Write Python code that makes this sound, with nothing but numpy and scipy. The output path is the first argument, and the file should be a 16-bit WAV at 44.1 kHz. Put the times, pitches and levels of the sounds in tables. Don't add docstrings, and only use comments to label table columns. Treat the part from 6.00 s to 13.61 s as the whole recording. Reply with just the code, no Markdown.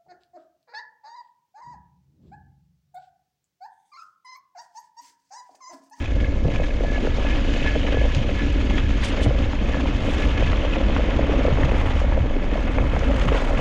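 import sys
import numpy as np
from scipy import signal
from scipy.fft import rfft, irfft, next_fast_len
from scipy.io import wavfile
from scipy.ndimage import uniform_filter1d, minimum_filter1d, map_coordinates

SR = 44100
rng = np.random.default_rng(int(sys.argv[2]) if len(sys.argv) > 2 else 0)


def bounce(signal):
    frames = np.transpose(np.atleast_2d(signal))
    limited = np.clip(frames, -1, 1)
    pcm = np.round(limited * 32767).astype(np.int16)
    wavfile.write(sys.argv[1], SR, pcm)


N = 335424


def amp(db):
    return 10 ** (np.asarray(db) / 20)


def unit(x):
    return x / np.sqrt(np.mean(x ** 2) + 1e-20)


def curves(rows):
    times, *columns = np.transpose(rows)
    return [np.interp(np.arange(N) / SR, times, column) for column in columns]


def wobble(rate):
    knots = rng.standard_normal(int(N * rate / SR) + 4)
    return map_coordinates(knots, [np.arange(N) * rate / SR])


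def filtered(x, response):
    size = next_fast_len(N + SR // 2)
    return irfft(rfft(x, size) * response(np.fft.rfftfreq(size, 1 / SR)), size)[:N]


def colour(x, points, size=16384):
    hz, db = np.transpose(points)
    gain = amp(np.interp(np.log(np.fft.rfftfreq(size, 1 / SR) + 1), np.log(hz), db))
    cepstrum = irfft(np.log(gain))
    cepstrum[1:size // 2] *= 2
    cepstrum[size // 2 + 1:] = 0
    body = irfft(np.exp(rfft(cepstrum)))
    return unit(signal.fftconvolve(x, body)[:N])


def contacts(per_second, spread_db, bed_db):
    sizes = amp(spread_db * np.clip(rng.standard_normal(N), -2, 2)) * rng.choice([-1, 1], N)
    impacts = unit(sizes * (rng.random(N) < per_second / SR))
    return impacts + amp(bed_db) * rng.standard_normal(N)


def grains(per_second, centre_hz, cycles, spread_db, bed_db, size=320):
    count = int(per_second * N / SR)
    when, pitch, strength = rng.random((count, 3)).T[:, :, None]
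    n = np.arange(size)
    turns = centre_hz * 2 ** (2 * pitch - 1) * n / SR
    rings = amp(spread_db * strength ** 2) * np.sin(2 * np.pi * turns) * np.exp(-turns / cycles)
    positions = (when * N).astype(int) + n
    crowd = np.bincount(positions.ravel(), rings.ravel(), N)[:N]
    return unit(crowd) + amp(bed_db) * rng.standard_normal(N)


def even(x, seconds):
    width = max(int(seconds * SR), 2)
    power = uniform_filter1d(uniform_filter1d(x * x, width), width)
    return x / np.sqrt(np.abs(power) + 1e-6)


def hump(s, half_s):
    return np.exp(-((np.arange(N) / SR - s) / half_s) ** 2)


def add(track, s, sound):
    part = track[max(round(s * SR), 0):][:len(sound)]
    part += sound[:len(part)]


def cracks(rows, spectrum, t60, gain_db):
    out, t = np.zeros(N), np.arange(SR // 20) / SR
    noise = colour(rng.standard_normal(N), spectrum)
    envelope = amp(-60 * t / t60) * (1 - np.exp(-t / 0.00024)) ** 2
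    for s, db in rows:
        burst = np.roll(noise, -round(s * SR))[:len(t)] * envelope
        add(out, s, amp(db + gain_db) * burst / np.abs(burst).max())
    return out


# (time [s], level [dB])
HEADWIND = [(0, -27), (.2, -20.5), (.7, -20), (1.4, -19.5), (2.05, -21), (2.4, -23), (2.8, -21),
            (3.7, -23.5), (4.3, -21.5), (5.7, -20.5), (6.45, -20.5), (7.0, -21), (7.61, -18.5)]
# (frequency [Hz], relative level [dB])
WIND_COLOUR = [(12, -14.5), (22, 2), (32, 2), (44, -1), (55, -1.5), (68, -11.5), (95, -17), (125, -20.5),
               (165, -25), (300, -32.5), (700, -101)]


def wind():
    level_db, = curves(HEADWIND)
    rumble = even(colour(rng.standard_normal(N), WIND_COLOUR), seconds=0.028)
    return amp(level_db + 1.17 * wobble(12)) * rumble


# (time [s], level [dB])
MOUNT_SHAKE = [(0, -26.5), (.2, -23), (.48, -26), (.6, -30.5), (1.03, -37), (1.5, -27.5), (1.83, -30),
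               (2.03, -19.5), (2.2, -22.5), (2.35, -27), (2.85, -20.5), (3.0, -27), (3.25, -21.5),
               (3.6, -23), (4.15, -24.5), (4.4, -20), (4.7, -24.5), (5.1, -22), (5.6, -20), (6.2, -23),
               (6.38, -40), (6.8, -22.5), (7.3, -22), (7.5, -38)]
# (frequency [Hz], relative level [dB])
MOUNT_COLOUR = [(25, -26), (45, -12), (56, 3.5), (70, -4.5), (95, -12), (125, -17.5), (165, -32),
                (500, -94), (2000, -120)]


def mount():
    shake_db, = curves(MOUNT_SHAKE)
    drone = even(colour(rng.standard_normal(N), MOUNT_COLOUR), seconds=0.068)
    return amp(shake_db) * drone


# (time [s], stone knocking before a 2 dB cut [dB], frame rumble [dB])
ROAD_BUMPS = [(0, -38.5, -33), (.55, -33, -30.5), (.72, -34, -36), (1.03, -32.5, -27), (1.14, -36, -31),
              (1.4, -36, -30), (1.95, -30, -29.5), (2.2, -33, -32), (2.5, -38.5, -28), (3.0, -39.5, -29.5),
              (3.22, -27, -28.5), (3.45, -35.5, -30.5), (3.8, -36, -27), (4.6, -31.5, -30),
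              (5.35, -27.5, -25.5), (6.1, -32, -32), (6.6, -33.5, -29), (7.35, -30, -30),
              (7.61, -30.5, -31)]
# (frequency [Hz], relative level [dB])
FRAME_COLOUR = [(90, -28), (160, -9.5), (200, -4.5), (240, -1.5), (260, -1.5), (281, 1.5), (305, -4),
                (400, -13), (600, -15.5), (1500, -81), (8000, -110)]
KNOCK_COLOUR = [(150, -22.5), (300, -2.5), (410, -2), (480, 3), (560, 6.5), (660, -3), (800, -9.5),
                (1100, -16), (2000, -32), (5000, -78), (12000, -110)]


def frame():
    knock_db, rumble_db = curves(ROAD_BUMPS)
    shaking = contacts(per_second=300, spread_db=4.5, bed_db=-4.5)
    rumble = even(colour(shaking, FRAME_COLOUR), seconds=0.078)
    thuds = contacts(per_second=170, spread_db=3, bed_db=-8)
    knocks = even(colour(thuds, KNOCK_COLOUR), seconds=0.23)
    uneven = wobble(20)
    return amp(rumble_db + 1.82 * uneven) * rumble + amp(knock_db - 2.0 + 1.1 * uneven) * knocks


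# (time [s], full swell [dB], half length to 1/e [s])
LOOSE_HEAPS = [(0.061, 9, 0.0049), (0.204, 10, 0.0074), (0.516, 8, 0.019), (.56, 7.5, 0.023),
               (0.637, 10, .008), (0.655, 2, 0.011), (0.948, 4, 0.027), (1.27, 2.5, .015),
               (1.318, 3.5, .008), (1.676, 4, 0.016), (1.875, 5, 0.011), (1.927, 5, 0.009),
               (2.146, 3, 0.023), (2.225, 6, 0.011), (2.394, 5, 0.018), (2.703, 8, 0.007),
               (2.783, 8.5, 0.016), (3.033, 8.5, 0.011), (3.808, 6.5, 0.011), (3.852, -2, 0.0045),
               (4.08, 2, .012), (5.634, 5, 0.0066), (5.806, 7.5, 0.01), (5.917, 7.5, 0.014),
               (6.514, 8.5, 0.01), (6.538, 7, 0.012), (6.683, 7.5, 0.012), (7.03, 3, .018),
               (7.217, 10.5, 0.0079), (7.286, 11.5, 0.0067), (7.368, 6.5, 0.034), (7.59, 6.5, 0.031)]


def heaps():
    return sum(db * hump(s, half) for s, db, half in LOOSE_HEAPS)


# (time [s], coarse gravel level [dB], crunch level [dB], fine grit level [dB])
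ROAD_SURFACE = [(0, -42.5, -44, -50.5), (.45, -47, -49, -53), (.8, -44.5, -45, -50.5),
                (1.3, -38.5, -38, -47.5), (1.68, -42.5, -35.5, -46), (2.1, -42.5, -39, -49),
                (2.85, -41.5, -39, -48.5), (3.15, -37, -36, -47.5), (3.5, -40.5, -41, -50.5),
                (4.2, -36.5, -36.5, -46.5), (4.6, -37, -36, -49.5), (5.7, -34, -40, -50),
                (6.35, -39, -44.5, -54.5), (6.75, -38, -43, -54), (7.3, -33, -39, -48),
                (7.61, -35, -44, -50.5)]
SWELL_SHARES = [.6, .95, .4]
# (time [s], half length to 1/e [s], change of level [dB])
SAND_THROWN = [(1.55, 0.33, -1.5), (4.115, 0.14, 9.5), (5.85, 0.25, 6), (7.293, 0.72, 8.5)]
# (frequency [Hz], relative level [dB])
COARSE_COLOUR = [(300, -19.5), (700, 1), (950, 0), (1300, -2), (1600, -6), (2200, -5.5), (3500, -27),
                 (8000, -56.5), (14000, -88)]
CRUNCH_COLOUR = [(700, -22), (1500, -7.5), (1900, -4.5), (2200, -3.5), (2350, -3), (2550, 1), (2780, -2),
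                 (3050, 0.5), (3550, -5.5), (4000, -14.5), (5200, -25), (8000, -61.5), (14000, -83.5)]
GRIT_COLOUR = [(2000, -16.5), (3500, 8), (4600, 5), (5400, 2.5), (6700, 3.5), (7300, -2.5), (7900, -13.5),
               (8800, -24), (9800, -18.5), (11500, -29), (13000, -32.5), (15000, -41)]
SAND_COLOUR = [(3000, -21), (6000, -4), (7500, 0.5), (10200, -7), (12000, -13), (14000, -29)]
SAND_UNDER_GRIT_DB = -22


def gravel():
    coarse_db, crunch_db, grit_db = np.array(curves(ROAD_SURFACE)) + np.outer(SWELL_SHARES, heaps())
    patches_db = sum(db * hump(s, half) for s, half, db in SAND_THROWN)
    sand_db = grit_db + SAND_UNDER_GRIT_DB + patches_db
    clumps = .6 * wobble(35) + 1.2 * wobble(130)

    coarse = colour(contacts(per_second=400, spread_db=5.0, bed_db=1.5), COARSE_COLOUR)
    crunch = colour(grains(per_second=700, centre_hz=2397, cycles=3.7, spread_db=8, bed_db=6),
                    CRUNCH_COLOUR)
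    grit = colour(grains(per_second=1200, centre_hz=5140, cycles=23.0, spread_db=6.0, bed_db=6),
                  GRIT_COLOUR)
    sand = colour(grains(per_second=780, centre_hz=8600, cycles=7.1, spread_db=14, bed_db=3.5),
                  SAND_COLOUR)

    coarse *= amp(coarse_db + 1.07 * clumps)
    crunch *= amp(crunch_db + 0.99 * clumps)
    grit *= amp(grit_db + 1.21 * clumps + 0.91 * wobble(30))
    sand *= amp(sand_db + 2.6 * clumps)
    return coarse + crunch + grit + sand


# (time [s], level [dB], half length to 1/e [s])
METAL_RUBS = [(.21, -41, 0.018), (0.265, -45, 0.019), (.56, -44, 0.046), (0.648, -41, 0.021),
              (0.897, -43, 0.04), (0.963, -33.5, 0.023), (1.27, -39, .025), (1.328, -38, 0.016),
              (1.57, -40, 0.016), (1.674, -31, .02), (1.724, -41, 0.042), (1.883, -34.5, 0.0099),
              (1.985, -36.5, 0.041), (2.11, -45, 0.03), (2.398, -35.5, 0.038), (2.583, -46, .045),
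              (2.746, -42, 0.028), (2.847, -43, .02), (3.09, -44, .02), (3.2, -40, 0.015),
              (3.75, -44.5, 0.053), (4.24, -37, 0.028), (4.39, -39, .04)]
# (frequency [Hz], width [Hz], relative level [dB])
METAL_MODES = [(1704, 29, 1.5), (2172, 180, -5.5), (2562, 56, -6.5)]
RING_DB = -47
RUBBED_RING_DB, WHINE_DB = -3.5, -2.5
CHATTER_DB, WAVER_HZ = 3.5, 18.9


def resonance(f, hz, width):
    peak = 1j * f * width / (hz ** 2 - f * f + 1j * f * width)
    return peak * np.exp(-((f - hz) / 220) ** 2)


def metal():
    def modes(f):
        return sum(amp(db) * resonance(f, hz, width) for hz, width, db in METAL_MODES)

    ring = even(filtered(rng.standard_normal(N), modes), seconds=0.025)
    rubbing = sum(amp(db) * hump(s, half) for s, db, half in METAL_RUBS)
    pitch_hz = METAL_MODES[0][0] + WAVER_HZ * wobble(70)
    whine = unit(np.sin(2 * np.pi * np.cumsum(pitch_hz) / SR))
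    ringing = (amp(RING_DB) + amp(RUBBED_RING_DB) * rubbing) * ring
    return amp(CHATTER_DB * wobble(140)) * (amp(WHINE_DB) * rubbing * whine + ringing)


# (time [s], peak level before a 1 dB lift [dB], pitch it settles to [Hz])
STONE_POPS = [(0.165, -27, 554), (0.328, -30, 507), (0.454, -17, 405), (0.483, -22, 557), (0.599, -17, 523),
              (0.619, -21.5, 610), (0.807, -20, 485), (0.836, -18.5, 520), (0.847, -21.5, 630),
              (0.979, -22, 610), (1.05, -16, 400), (1.073, -15.5, 470), (1.184, -20, 524),
              (1.211, -26, 584), (1.249, -20.5, 575), (1.563, -21, 533), (1.754, -19, 587),
              (1.760, -16.5, 456), (1.85, -25.5, 538), (1.943, -16.5, 478), (1.971, -15, 474),
              (2.014, -21.5, 556), (2.053, -18.5, 527), (2.291, -21, 545), (3.177, -24.5, 490),
              (3.21, -27, 554), (3.262, -18, 606), (3.307, -19.5, 544), (3.353, -23, 530),
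              (3.694, -21, 514), (3.713, -24, 536), (3.753, -20.5, 530), (3.769, -19.5, 506),
              (4.05, -20, 517), (4.086, -18, 530), (4.424, -15, 526), (4.637, -21, 520), (4.65, -16, 511),
              (4.767, -18, 510), (4.784, -25, 538), (4.995, -16.5, 530), (5.006, -23.5, 604),
              (5.078, -26, 450), (5.192, -17, 586), (5.295, -14.5, 404), (5.337, -18, 566),
              (5.451, -16, 541), (5.482, -12, 495), (5.585, -17, 475), (5.718, -16, 463),
              (5.822, -25.5, 585), (6.016, -19, 520), (6.044, -20.5, 530), (6.12, -23, 560),
              (6.176, -16, 540), (6.259, -20, 430), (6.364, -22, 417), (6.556, -21, 622), (6.783, -20, 510),
              (6.825, -20.5, 533), (6.935, -19, 547), (6.968, -20, 524), (7.034, -20.5, 470),
              (7.098, -21, 580), (7.11, -21, 527), (7.175, -22, 493), (7.319, -12, 456), (7.345, -18, 464),
              (7.421, -20, 530), (7.507, -19.5, 570), (7.533, -17.5, 523)]


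def stones(t60=0.017, snap=0.9):
    out, t = np.zeros(N), np.arange(SR // 20) / SR
    for s, db, hz in STONE_POPS:
        falling_hz = hz * (1 + snap * np.exp(-t / 0.00057))
        phase = 2 * np.pi * np.cumsum(falling_hz) / SR
        pop = np.sin(phase) * amp(-60 * t / t60) * (1 - np.exp(-t / 0.0018))
        add(out, s, amp(db + 1) * pop / np.abs(pop).max())
    return out


# (time [s], peak level [dB], centre pitch [Hz])
RUT_JOLTS = [(0.446, -12.5, 129.3), (1.02, -18, 240), (2.16, -13, 104.6), (3.261, -12.5, 107.6),
             (4.43, -17, 121), (5.523, -15, 111.4), (5.631, -13.5, 109), (6.202, -12, 94),
             (6.92, -19.5, 123), (7.258, -15.5, 128)]


def jolts(t60=0.23, attack=0.0032, width_octaves=0.58):
    out, t = np.zeros(N), np.arange(SR // 4) / SR
    f = np.fft.rfftfreq(len(t), 1 / SR) + 1
    for s, db, hz in RUT_JOLTS:
        band = np.exp(-(np.log2(f / hz) / width_octaves) ** 2)
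        shudder = irfft(rfft(rng.standard_normal(len(t))) * band, len(t))
        thump = even(shudder, seconds=0.011) * amp(-60 * t / t60) * (1 - np.exp(-t / attack))
        add(out, s, amp(db) * thump / np.abs(thump).max())
    return out


# (time [s], peak level before a 1 dB lift [dB])
PEBBLE_HITS = [(0.6378, -25), (1.069, -19.5), (1.662, -21.5), (1.877, -21), (2.708, -20), (3.532, -20.5),
               (3.7438, -17.5), (3.858, -19.5), (4.5303, -18), (4.9641, -14.5), (5.4829, -20), (5.573, -18),
               (5.633, -15), (5.693, -22), (6.1225, -21), (6.7844, -12), (6.9643, -16.5), (7.287, -14),
               (7.5084, -29)]
# (frequency [Hz], relative level [dB])
CLACK_COLOUR = [(200, -20.5), (500, 0.5), (900, 8.5), (1400, 1), (2300, -5.5), (3300, -21.5), (4500, -41),
                (9000, -59)]


def pebbles():
    return cracks(PEBBLE_HITS, CLACK_COLOUR, t60=0.013, gain_db=1.0)


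# (time [s], reference level [dB])
CHIP_HITS = [(2.1479, -13), (4.045, -33), (4.272, -31), (4.57, -29), (6.001, -29), (6.992, -23),
             (7.197, -22)]
# (frequency [Hz], relative level [dB])
TICK_COLOUR = [(1500, -24), (3000, 13.5), (4500, 5.5), (6800, 6.5), (8200, -12), (10000, -21), (12000, -36),
               (15000, -42)]


def chips():
    return cracks(CHIP_HITS, TICK_COLOUR, t60=0.0086, gain_db=-5.0) + chip_tails()


def chip_tails(t60=0.21, under_db=-27):
    t = np.arange(N) / SR
    tail = sum(amp(db + under_db - 60 * np.abs(t - s) / t60) * (t > s) for s, db in CHIP_HITS)
    return tail * colour(contacts(per_second=1200, spread_db=3, bed_db=-2), GRIT_COLOUR)


# (time [s], level [dB], half length to about -9 dB [s])
VERGE_SWISHES = [(3.049, -31.5, 0.014), (3.086, -40, 0.016), (3.237, -34, 0.016)]
# (frequency [Hz], relative level [dB])
SPRAY_COLOUR = [(1500, -15), (3000, 12), (5000, 2.5), (7000, -0.5), (9500, -6.5), (11000, -20),
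                (15000, -40.5)]


def spray():
    t = np.arange(N) / SR
    swell = sum(amp(db) / (1 + ((t - s) / half) ** 2) ** 1.56 for s, db, half in VERGE_SWISHES)
    return swell * colour(contacts(per_second=4300, spread_db=0.0, bed_db=-5), SPRAY_COLOUR)


def scene():
    ride = wind() + mount() + frame() + gravel() + metal()
    hits = stones() + jolts() + pebbles() + chips()
    return (ride + hits + spray())[None]


TOP_HZ, CEILING_DB = 15050, -7.3


def record(dry, size=221):
    needed = np.minimum(1, amp(CEILING_DB) / (np.abs(dry[0]) + 1e-9))
    gain = uniform_filter1d(minimum_filter1d(needed, size), size)
    return filtered(dry[0] * gain, lambda hz: hz < TOP_HZ)[None]


dry = scene()
out = record(dry)
bounce(out)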